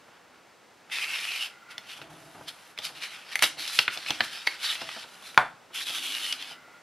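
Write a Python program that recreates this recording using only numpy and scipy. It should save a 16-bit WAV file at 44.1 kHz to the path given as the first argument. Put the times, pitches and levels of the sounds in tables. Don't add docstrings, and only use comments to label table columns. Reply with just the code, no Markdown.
import sys
import numpy as np
from scipy import signal
from scipy.fft import rfft, irfft, next_fast_len
from scipy.io import wavfile
from scipy.ndimage import uniform_filter1d, map_coordinates

SR = 44100
rng = np.random.default_rng(int(sys.argv[2]) if len(sys.argv) > 2 else 0)


def master(y):
    cut = np.clip(np.atleast_2d(y).T, -1, 1)
    pcm = np.round(cut * 32767)
    wavfile.write(sys.argv[1], SR, pcm.astype(np.int16))


N = 300762

# frequency in Hz, density in dB per Hz.
EDGE_SPECTRUM = [(3500, -29), (6000, -3.5), (7500, -9), (9000, -5.5), (10800, -3), (12500, -10),
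                 (14000, -18.5), (15800, -36.5)]
# frequency in Hz, density in dB per Hz.
CREASE_SPECTRUM = [(40, -41), (150, -23), (600, -8), (1300, 1), (2500, 8.5), (4000, 4), (5300, -0.5),
                   (7000, -22.5), (15000, -64)]


def amp(db):
    return 10 ** (np.asarray(db) / 20)


def unit(x):
    return x / np.sqrt(np.mean(x ** 2) + 1e-20)


def along(points, hz):
    point_hz, values = np.transpose(points)
    return np.interp(np.log(hz + 1), np.log(point_hz + 1), values)


def wobble(rate):
    knots = rng.standard_normal(int(N * rate / SR) + 4)
    return map_coordinates(knots, [np.arange(N) * rate / SR])


def filtered(x, response):
    n = x.shape[-1]
    padded = next_fast_len(n + 8192)
    spectrum = rfft(x, padded) * response(np.fft.rfftfreq(padded, 1 / SR))
    return irfft(spectrum, padded)[..., :n]


def coloured(x, spectrum):
    return unit(filtered(x, lambda hz: amp(along(spectrum, hz))))


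def resonances(hz, modes):
    total = 0
    for centre, width, db in modes:
        total = total + amp(db) * 1j * hz * width / (centre * centre - hz * hz + 1j * hz * width)
    return total


def spread(pair):
    # frequency in Hz, left-right correlation.
    likeness = [(100, 1), (400, 0.55), (1400, 0.95), (3200, .99), (5000, 0.95), (7000, 0.46), (15000, 0.8)]

    def mid_side_gains(hz):
        turn = np.arccos(np.clip(along(likeness, hz), -1, 1)) / 2
        return np.array([np.cos(turn), np.sin(turn)])

    mid, side = filtered(pair, mid_side_gains)
    return np.array([mid + side, mid - side])


def add(track, s, sound):
    part = track[..., round(s * SR):][..., :sound.shape[-1]]
    part += sound[..., :part.shape[-1]]


def pulse(t, attack, t60):
    shape = (1 - np.exp(-(t / attack) ** 2)) * amp(-60 * t / t60)
    return shape / shape.max()


def burst(spectrum, envelope):
    noise = coloured(rng.standard_normal((2, len(envelope))), spectrum) * envelope
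    return noise * np.linalg.norm(envelope) / np.linalg.norm(noise, axis=1, keepdims=True)


def stroke(start, hold, attack, release):
    t = np.arange(N) / SR - start
    steps_down = np.maximum(-t / attack, (t - hold) / release)
    return amp(-20 * np.clip(steps_down, 0, 10))


def table_top(hz):
    # frequency in Hz, width in Hz, level in dB.
    modes = [(148, 50, -1.5), (230, 25, -2), (311, 60, -2), (519, 140, -1.5), (647, 97, -1.5),
             (800, 220, 0), (1310, 320, -6)]
    bass_cut = (1j * hz / (1j * hz + 55)) ** 2
    return resonances(hz, modes) * bass_cut


def air():
    # frequency in Hz, density in dB per Hz.
    hush = [(20, -30), (70, -14), (160, -4), (400, -1.5), (800, -1), (1500, -4), (2200, -7), (3200, -10.5),
            (5000, -14), (8000, -18.5), (12000, -25.5), (15500, -34.5)]
    return amp(-56.5 + 0.5 * wobble(4.8)) * spread(coloured(rng.standard_normal((2, N)), hush))


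def drags():
    # start in seconds, length in seconds, level in dB.
    moves = [(2, 0.29, -54), (2.38, 0.045, -49), (2.86, 0.099, -57.5), (3.54, 0.067, -55),
             (4.088, 0.18, -57), (4.8, 0.083, -57)]
    # frequency in Hz, width in Hz, level in dB.
    modes = [(153, 20.6, 4), (302, 40, 1.5), (658, 34, 2.5), (770, 69, -13)]
    pressure = sum(amp(db) * stroke(s, length, attack=0.04, release=0.1) for s, length, db in moves)
    rub = unit(filtered(rng.standard_normal(N), lambda hz: resonances(hz, modes)))
    return pressure * amp(1.38 * wobble(25)) * rub


def taps():
    # time in seconds, knock's peak in dB before the skin softens it.
    landings = [(0.081, -45.5), (1.988, -43), (2.347, -36), (2.408, -34.5), (2.786, -35.5), (2.896, -38.5),
                (3.567, -43), (3.966, -32), (4.094, -31), (4.2, -28), (4.815, -28), (4.962, -35),
                (5.038, -37.5), (5.705, -42.5), (5.895, -37), (6.51, -38), (6.68, -42.5)]
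    out, t = np.zeros(N), np.arange(SR // 6) / SR
    for s, db in landings:
        push = rng.standard_normal(len(t)) * pulse(t, attack=0.0015, t60=0.091)
        knock = filtered(push, table_top)
        add(out, s, amp(db) * knock / np.abs(knock).max())
    return out


def hand():
    skin_hz = 1500
    return filtered(drags() + taps(), lambda hz: 1 / (1 - (hz / skin_hz) ** 2 + 1j * hz / skin_hz))


def gestures():
    # start in seconds, length in seconds, level in dB, resonance in Hz at the
    # start and at the end, height of the resonance in dB, edge hiss in dB against the ring.
    pushes = [(0.922, 0.54, -33, 2420, 2820, 13, -12.5), (2.104, 0.61, -60, 3000, 2400, 2, -1),
              (3.59, 0.24, -34.5, 3870, 3100, 8.5, -8.5), (3.9, 0.65, -42.5, 2540, 3500, -0.5, -13),
              (4.77, 0.26, -41, 3300, 2780, 1.5, -14.5), (5.02, 0.22, -55.5, 2804, 4000, 1.5, -4.5),
              (5.75, 0.083, -35.5, 3160, 3970, 13.5, -7), (5.863, 0.45, -35, 3230, 3040, 13.5, -7),
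              (6.336, 0.19, -42, 3150, 3040, 7.5, -12.5)]
    # peak time in seconds, level in dB, length in seconds
    # (the 20 dB rise and 20 dB fall together), resonance in Hz, edge hiss in dB against the ring.
    brushes = [(0.145, -62, 0.16, 2000, -17), (0.36, -67, 0.16, 2000, -15),
               (1.713, -42.5, 0.065, 2300, -11), (1.908, -41.5, 0.27, 3000, -10),
               (1.975, -44.5, 0.062, 3200, -11), (2.485, -32.5, 0.048, 3480, -10.5),
               (2.794, -38.5, 0.055, 3300, -12), (2.851, -32.5, 0.1, 3830, -7.5),
               (2.971, -47, 0.2, 2800, -10), (3.038, -29.5, 0.098, 2500, -13.5),
               (3.127, -41.5, 0.31, 2500, -12.5), (3.327, -36, 0.19, 2200, -14),
               (3.44, -19.5, 0.069, 3300, -9), (3.757, -32.5, 0.12, 2850, 1),
               (3.94, -34.5, 0.12, 2400, -8.5), (4.088, -31, 0.14, 2520, -14),
               (4.244, -38, 0.11, 3500, -6.5), (4.333, -41.5, 0.1, 3500, -5.5),
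               (4.647, -27.5, 0.19, 3270, -11.5), (4.705, -27.5, 0.17, 3170, -12),
               (4.818, -36, 0.065, 3300, -17), (5.27, -44.5, 0.27, 3800, -6)]
    rise_share = 0.37
    t, moves = np.arange(N) / SR, []
    for s, length, db, from_hz, to_hz, height_db, hiss_db in pushes:
        bend = np.clip((t - s) / length, 0, 1) ** 2.2
        gain = amp(db) * stroke(s, length, attack=0.02, release=0.041)
        moves.append((gain ** 2, from_hz + (to_hz - from_hz) * bend, height_db, hiss_db))
    for s, db, length, hz, hiss_db in brushes:
        gain = amp(db) * stroke(s, 0, rise_share * length, (1 - rise_share) * length)
        moves.append((gain ** 2, hz, 7.5, hiss_db))
    powers, *colours = zip(*moves)
    total = sum(powers)
    level_db = 10 * np.log10(total)
    return [level_db] + [sum(p * v for p, v in zip(powers, colour)) / total for colour in colours]


def friction(rate, scatter_db, smooth):
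    sizes = amp(scatter_db * np.clip(rng.standard_normal(N), -2.3, 2.3))
    slips = (rng.random(N) < rate / SR) * sizes
    return unit(slips * rng.choice([-1, 1], (2, N))) + smooth * rng.standard_normal((2, N))


def bent(x, centre_hz, height_db, octaves, patchy_db):
    hz, t, bins = signal.stft(x, SR, nperseg=512)
    centre, height = (np.interp(t, np.arange(N) / SR, curve) for curve in (centre_hz, height_db))
    bell = 1 / (1 + (np.log2((hz[:, None] + 1) / centre) / octaves) ** 2)
    patches = uniform_filter1d(rng.standard_normal(bell.shape), size=3, axis=0)
    patches = uniform_filter1d(patches, size=12, axis=1)
    gain = amp(height * (bell - 0.5) + patchy_db * unit(patches))
    return signal.istft(bins * gain, SR, nperseg=512)[1][:, :N]


def crinkles(rate, scatter_db, t60):
    t = np.arange(SR // 40) / SR
    sizes = (rng.random(N) < rate / SR) * amp(scatter_db * rng.uniform(-0.89, 1, N))
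    envelope = signal.fftconvolve(sizes, pulse(t, attack=0.00019, t60=t60))[:N]
    return coloured(envelope * rng.standard_normal((2, N)), CREASE_SPECTRUM)


def sliding():
    # frequency in Hz, density in dB per Hz.
    sheet_spectrum = [(500, -56.5), (1200, -7.5), (1800, -2.5), (2600, 0.5), (3800, 0.5), (5200, -2.5),
                      (6500, -18.5), (9000, -18.5), (15000, -79.5)]
    # frequency in Hz, density in dB per Hz.
    body_spectrum = [(100, -23.5), (280, -12), (480, -11), (800, 2), (1100, -4), (1420, 2.5), (1900, -8),
                     (3000, -9), (6000, -71)]
    level_db, centre_hz, height_db, hiss_db = gestures()
    slips = friction(rate=1400, scatter_db=4.5, smooth=1.26)
    bending = bent(slips, centre_hz, height_db, octaves=0.33, patchy_db=3.0)
    ring = coloured(bending, sheet_spectrum)
    body = amp(-54 + 0.28 * (level_db + 35)) * coloured(slips, body_spectrum)
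    edge = amp(hiss_db) * coloured(slips, EDGE_SPECTRUM)
    crackle = amp(-8) * crinkles(rate=60, scatter_db=10, t60=0.017)
    level = amp(level_db - 2.0 + 1.23 * wobble(45))
    return spread(level * (ring + edge + crackle) + body)


def buckles():
    # time in seconds, overall level in dB, panel pitch in Hz, then the
    # edge crack and the table thump in dB under that level, before their trims of +2 and -4.5 dB.
    dents = [(0.899, -29, 1700, -34, -27), (1.7803, -18.5, 3440, -29, -14.5),
             (2.0156, -29.5, 2800, -36, -0.5), (2.7766, -22.5, 2220, -30, -32),
             (2.7873, -17, 3470, -27, -17.5), (3.3557, -8, 2050, -21, -45), (3.3917, -14, 2160, -22, -16),
             (3.4228, -8.5, 1370, -25, -9), (3.4236, -4, 1940, -15, -15), (3.4315, -3, 2260, -21, -37.5),
             (3.4377, -7.5, 2030, -21, -7.5), (3.677, -18, 3460, -21, -38), (3.7891, 1.5, 2750, -33, -17),
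             (3.8792, -5, 1480, -40, -16), (3.9738, -16.5, 3560, -40, -16.5), (4.1052, -9, 3320, -33, -4.5),
             (4.2058, -3, 1770, -42, -15), (4.4692, -16, 3710, -28, -15), (4.4724, -4.5, 2180, -33, -19.5),
             (4.8902, -17, 1240, -37, -15), (5.3448, -29, 2400, -20, -9), (6.122, -19.5, 3490, -22, -35),
             (6.325, -9.5, 3180, -25, -40), (6.4243, -19.5, 3310, -27, -38)]
    out, t = np.zeros((2, N)), np.arange(SR // 10) / SR
    for s, db, hz, crack_db, thump_db in dents:
        t60 = 0.018 * 2 ** (db / 26.5)
        panel = np.sin(2 * np.pi * hz * t) * pulse(t, attack=0.0009, t60=t60)
        tone = np.array(CREASE_SPECTRUM) * [(hz / 2500) ** 0.5, 1]
        crease = burst(tone, pulse(t, attack=0.00018, t60=1.86 * t60))
        crack = burst(EDGE_SPECTRUM, pulse(t, attack=0.0004, t60=1.34 * t60))
        nudge = rng.standard_normal(len(t)) * pulse(t, attack=0.00053, t60=0.038)
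        thump = filtered(nudge, table_top)
        sound = amp(-11.5) * crease + amp(crack_db + 2) * crack
        sound[0] += amp(-10.5) * panel + amp(thump_db - 4.5) * thump / np.abs(thump).max()
        add(out, s, amp(db) * sound)
    return spread(out)


def whirr():
    # start in seconds, length in seconds.
    spells = [(1.52, 0.28), (6.547, 0.23)]
    # frequency in Hz, width in Hz, level in dB.
    bands = [(1407, 50, 2), (2014, 110, -4.5)]
    gain = amp(-55) * sum(stroke(s, length, attack=0.06, release=0.12) for s, length in spells)
    return gain * unit(filtered(rng.standard_normal(N), lambda hz: resonances(hz, bands)))


def snap():
    # time in seconds, level in dB.
    s, db = (5.3761, 0)
    # frequency in Hz, level in dB, time to fall by 60 dB in seconds.
    modes = [(133, -29.5, 0.086), (530, -18, 0.0082), (912, -15.5, 0.066), (1070, -3, 0.02),
             (1400, 0, 0.01), (1590, -0.5, 0.0044), (2354, -7, 0.017), (3300, -31, .012),
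             (3490, -16, 0.022)]
    # frequency in Hz, density in dB per Hz.
    shudder_spectrum = [(100, -28), (450, -15), (780, 6.5), (1100, 2), (1450, 4.5), (2200, -4.5),
                        (3600, -20), (6000, -28.5), (11000, -30), (15000, -55.5)]
    out, t = np.zeros(N), np.arange(SR // 4) / SR
    ring = np.zeros(len(t))
    for hz, level, t60 in modes:
        ring += amp(level) * np.sin(2 * np.pi * hz * t) * pulse(t, attack=0.00049, t60=t60)
    crack = coloured(rng.standard_normal(len(t)), CREASE_SPECTRUM) * pulse(t, attack=0.000087, t60=0.027)
    shudder = coloured(rng.standard_normal(len(t)), shudder_spectrum) * pulse(t, attack=0.0016, t60=0.22)
    u = t / 0.0046
    puff = (1 - u) * np.exp(-u)
    add(out, s, amp(db) * (ring + amp(-17.5) * crack + amp(-19) * shudder + amp(-30.0) * puff))
    return out


def smoothing():
    # peak time in seconds, level in dB, 20 dB rise and 20 dB fall in seconds.
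    s, db, rise, fall = (6, -57, 0.36, 0.7)
    # frequency in Hz, density in dB per Hz.
    hollow = [(120, -36), (210, -14), (245, 1.5), (310, -0.5), (360, -3), (450, -18), (900, -50)]
    return amp(db) * stroke(s, 0, rise, fall) * coloured(rng.standard_normal(N), hollow)


def room(x, wet_db, build):
    # frequency in Hz, time to fall by 60 dB in seconds.
    decay = [(150, 0.65), (400, 0.27), (1100, 0.35), (2800, 0.32), (7000, 0.35), (14000, 0.12)]
    # frequency in Hz, level in dB.
    tone = [(100, -4), (400, 11.5), (900, 2), (1500, 2.5), (2500, 0.5), (6000, 3), (14000, 13)]
    # delay in seconds, level in dB.
    echoes = [(.0022, -34.5), (.0052, -33.5), (.0098, -21.5), (0.0113, -20), (0.0139, -28.5), (.022, -28.5)]
    hz, t, bins = signal.stft(rng.standard_normal((2, SR // 2)), SR, nperseg=256)
    fade = amp(along(tone, hz)[:, None] - 60 * t / along(decay, hz)[:, None])
    fade = fade * (1 - np.exp(-(t / build) ** 2))
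    tail = spread(signal.istft(bins * fade, SR, nperseg=256)[1])
    answer = amp(wet_db) * tail / np.linalg.norm(tail[0])
    for delay, db in echoes:
        add(answer, delay, np.full(1, amp(db)))
    return x + signal.fftconvolve(np.atleast_2d(x), answer, axes=1)[:, :N]


def scene():
    rubbing = room(sliding() + smoothing(), wet_db=-9.5, build=0.0073)
    pops = room(buckles(), wet_db=-8.0, build=0.0065)
    flip = room(snap(), wet_db=-10, build=0.0038)
    return rubbing + hand() + pops + flip + whirr() + air()


def ports(hz, centre_hz, width_hz):
    pole = centre_hz ** 2 - hz ** 2 + 1j * hz * width_hz
    return np.array([np.ones_like(pole), pole.conj() / pole])


def record(dry):
    heard = filtered(dry, lambda hz: ports(hz, centre_hz=8930, width_hz=500))
    return filtered(np.clip(heard, -1, 1), lambda hz: hz < 15750)


dry = scene()
out = record(dry)
master(out)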